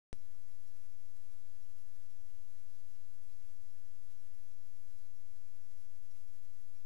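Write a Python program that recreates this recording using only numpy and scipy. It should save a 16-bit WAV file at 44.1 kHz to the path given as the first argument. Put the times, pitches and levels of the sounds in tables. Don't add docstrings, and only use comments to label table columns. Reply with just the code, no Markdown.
import sys
import numpy as np
from scipy import signal
from scipy.fft import rfft, irfft
from scipy.io import wavfile
from scipy.ndimage import uniform_filter1d

SR = 44100
rng = np.random.default_rng(int(sys.argv[2]) if len(sys.argv) > 2 else 0)


def log_audio(samples):
    frames = np.atleast_2d(samples).T
    limited = np.clip(frames, -1, 1)
    pcm = np.round(limited * 32767).astype(np.int16)
    wavfile.write(sys.argv[1], SR, pcm)


N = 302085


def undb(db):
    return 10 ** (np.asarray(db) / 20)


def times():
    return np.arange(N) / SR


def bins():
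    return np.arange(N // 2 + 1) * SR / N


def over_frequency(table, column=1):
    rows = np.array(table, float)
    return np.interp(np.log(np.maximum(bins(), 1)), np.log(rows[:, 0]), rows[:, column])


def noise(gain):
    shaped = irfft(rfft(rng.standard_normal(N)) * gain, N)
    return shaped / shaped.std()


def drift(hz):
    return noise(np.exp(-.5 * (bins() / hz) ** 2))


# time_s, level_db
BREEZE_LEVELS = [(.25, -79.5), (.7, -84.5), (1.4, -77.5), (2.1, -86.5), (2.7, -77), (3.7, -78),
                 (4.6, -83.5), (5.4, -78.5), (6.3, -86)]
# peak_s, level_db
AIR_PUFFS = [(.25, -71), (.37, -70.5), (1.95, -74), (2.33, -69), (3.02, -72.5), (3.15, -69), (3.33, -69.5),
             (4.05, -73), (5.34, -80), (5.7, -77)]
# frequency_hz, left_db, right_db
RUMBLE_SPECTRUM = [(14.7, -7.5, -0.5), (28.1, 6.5, -11.5), (43, -1.5, 4), (56.8, -20.5, -5.5),
                   (66.3, -23.5, -7.5), (93, -20, -7.5), (115.7, -11.5, -18.5), (146, -20.5, -30.5),
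                   (330, -40.5, -41.5)]
# frequency_hz, level_db
SWAY_SPECTRUM = [(2, -14), (6, 2), (8, -14.5), (12, 1.5), (19, -6), (24, -16), (40, -21.5), (70, -51)]

def air_on_ports(left_db=0, right_db=1, gust_db=4, gust_hz=4, puff_s=0.027, sway_db=-62.5):
    t = times()
    breeze = undb(np.interp(t, *np.transpose(BREEZE_LEVELS)) + gust_db * np.tanh(drift(gust_hz)))
    puffs = sum(undb(db) * np.exp(-((t - peak_s) / puff_s) ** 2) for peak_s, db in AIR_PUFFS)
    eddies = np.array([noise(undb(over_frequency(RUMBLE_SPECTRUM, side))) for side in (1, 2)])
    eddies /= np.sqrt(uniform_filter1d(eddies ** 2, size=SR // 12))
    rumble = eddies * np.hypot(breeze, puffs) * undb([[left_db], [right_db]])
    sway = noise(undb(over_frequency(SWAY_SPECTRUM)) * (bins() < SWAY_SPECTRUM[-1][0]))
    return rumble + undb(sway_db) * sway


# peak_s, pitch_hz, half_width_s, left_db, right_db
FINGER_TOUCHES = [(0.35, 1210, 0.0014, -69, -72), (0.613, 91.4, 0.037, -83.5, -79.5),
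                  (4.076, 1210, 0.0021, -78, -82), (4.96, 127, 0.0051, -65.5, -83),
                  (5.67, 2030, 0.0023, -72, -84), (6.148, 105, 0.03, -82, -93)]

def finger_bumps():
    bumps = np.zeros((2, N))
    for peak_s, pitch_hz, half_width_s, left_db, right_db in FINGER_TOUCHES:
        t = times() - peak_s
        envelope = np.exp(-(t / half_width_s) ** 2)
        bumps += undb([[left_db], [right_db]]) * envelope * np.sin(2 * np.pi * pitch_hz * t)
    return bumps


CLOCK_PITCHES = [2844.4, 4266.7, 5688.9, 6044.4, 12088.9]
# left_db, right_db
CLOCK_LEVELS = [(-101, -110), (-113, -103), (-100.5, -109), (-111, -84), (-113, -89)]

def clock_whine():
    phases = rng.uniform(0, 2 * np.pi, len(CLOCK_LEVELS))
    return sum(np.sqrt(2) * undb([[left_db], [right_db]]) * np.sin(2 * np.pi * hz * times() + phase)
               for hz, (left_db, right_db), phase in zip(CLOCK_PITCHES, CLOCK_LEVELS, phases))


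FLICKER_CENTRES = [2352, 3900, 5512, 7111, 9412, 11000]
# width_hz, level_db
FLICKER_BANDS = [(35.6, -99.5), (40.6, -101.5), (92, -92.5), (44.5, -102), (70.4, -101), (99, -94)]

def hiss_flicker(spurt_hz=6.25, strong_at_s=4.36, accent_db=2, spurt_db=4.5, drift_db=3.5, drift_hz=14):
    bands = sum(undb(db) * noise(np.exp(-2 * ((bins() - centre_hz) / width_hz) ** 2))
                for centre_hz, (width_hz, db) in zip(FLICKER_CENTRES, FLICKER_BANDS))
    phase = 2 * np.pi * spurt_hz * (times() - strong_at_s)
    rhythm_db = accent_db * np.cos(phase) + spurt_db * np.cos(2 * phase)
    swell = undb(rhythm_db + drift_db * np.tanh(drift(drift_hz)))
    return bands * swell / np.sqrt(np.mean(swell ** 2))


def waver_bands(sound, bass_db=5.5, treble_db=2, corner_hz=1500):
    hz, _, spectra = signal.stft(sound, SR, nperseg=2048)
    depth_db = treble_db + (bass_db - treble_db) / (1 + (hz[:, None] / corner_hz) ** 2)
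    patch = np.outer(np.hanning(5), np.hanning(9))
    wander = signal.fftconvolve(rng.standard_normal(spectra.shape[1:]), patch, "same")
    gain = undb(depth_db * np.tanh(wander / wander.std()))
    gain /= np.sqrt(np.mean(gain ** 2, axis=1, keepdims=True))
    return signal.istft(spectra * gain, nperseg=2048)[1][:, :N]


TOP_HZ = 12300
# frequency_hz, level_db
HISS_SPECTRUM = [(100, -1), (300, 0), (480, -.5), (800, -3), (1150, -2.5), (1600, -.7), (2100, -1.5),
                 (2800, -3), (5500, -3.4), (8000, -4.3), (12000, -5.3)]
# frequency_hz, share (0-1)
HISS_SHARED = [(250, 0.17), (600, 0.23), (1300, 0.4), (3000, 0.21), (6000, .3), (12000, 0.14)]
# frequency_hz, left_db, right_db
HISS_LOW_END = [(61.7, -7, 13.5), (190, -19.5, -2), (281, -6.5, 1.5), (426, 1, -0.5), (583, -0.5, 0)]

def preamp_hiss(level_db=-76.5, left_db=1.47, right_db=1.41, flutter_db=0.76, flutter_hz=16):
    colour = undb(over_frequency(HISS_SPECTRUM))
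    colour /= np.sqrt(np.mean(colour ** 2 * (bins() < TOP_HZ)))
    share = np.clip(over_frequency(HISS_SHARED), 0, 1)
    common, *own = rfft(rng.standard_normal((3, N)))
    white = np.sqrt(share) * common + np.sqrt(1 - share) * np.array(own)
    low_end = undb([over_frequency(HISS_LOW_END, side) for side in (1, 2)])
    hiss = waver_bands(irfft(white * colour * low_end, N))
    return hiss * undb(level_db + np.array([[left_db], [right_db]]) + flutter_db * drift(flutter_hz))


SWITCH_ON_S = .1291
OFFSET_LEFT, OFFSET_RIGHT = .02435, .002

def switch_on_click(spike_share=0.77, spike_s=.00004, ring_share=0.43, ring_hz=480, ring_t60_s=0.011,
                    crack_db=-21, crack_t60_s=0.026, thud_db=-30, thud_t60_s=0.28, thud_hz=170,
                    top_hz=9700):
    age = np.maximum(times() - SWITCH_ON_S, 0)
    spike = spike_share * np.exp(-age / spike_s)
    ring = ring_share * undb(-60 * age / ring_t60_s) * np.sin(2 * np.pi * ring_hz * age)
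    crack = undb(crack_db - 60 * age / crack_t60_s) * noise(bins() < top_hz)
    thud = undb(thud_db - 60 * age / thud_t60_s) * noise(np.exp(-(bins() / thud_hz - 1) ** 2))
    step = (times() >= SWITCH_ON_S) * (1 + spike + ring + crack + thud)
    step = signal.sosfilt(signal.butter(16, top_hz, fs=SR, output="sos"), step)
    return np.array([[OFFSET_LEFT], [OFFSET_RIGHT]]) * step


def scene():
    electronics = switch_on_click() + preamp_hiss() + hiss_flicker() + clock_whine()
    return (times() >= SWITCH_ON_S) * (electronics + air_on_ports() + finger_bumps())


def record(dry):
    return signal.sosfilt(signal.ellip(10, .1, 70, TOP_HZ, fs=SR, output="sos"), dry)


dry = scene()
out = record(dry)
log_audio(out)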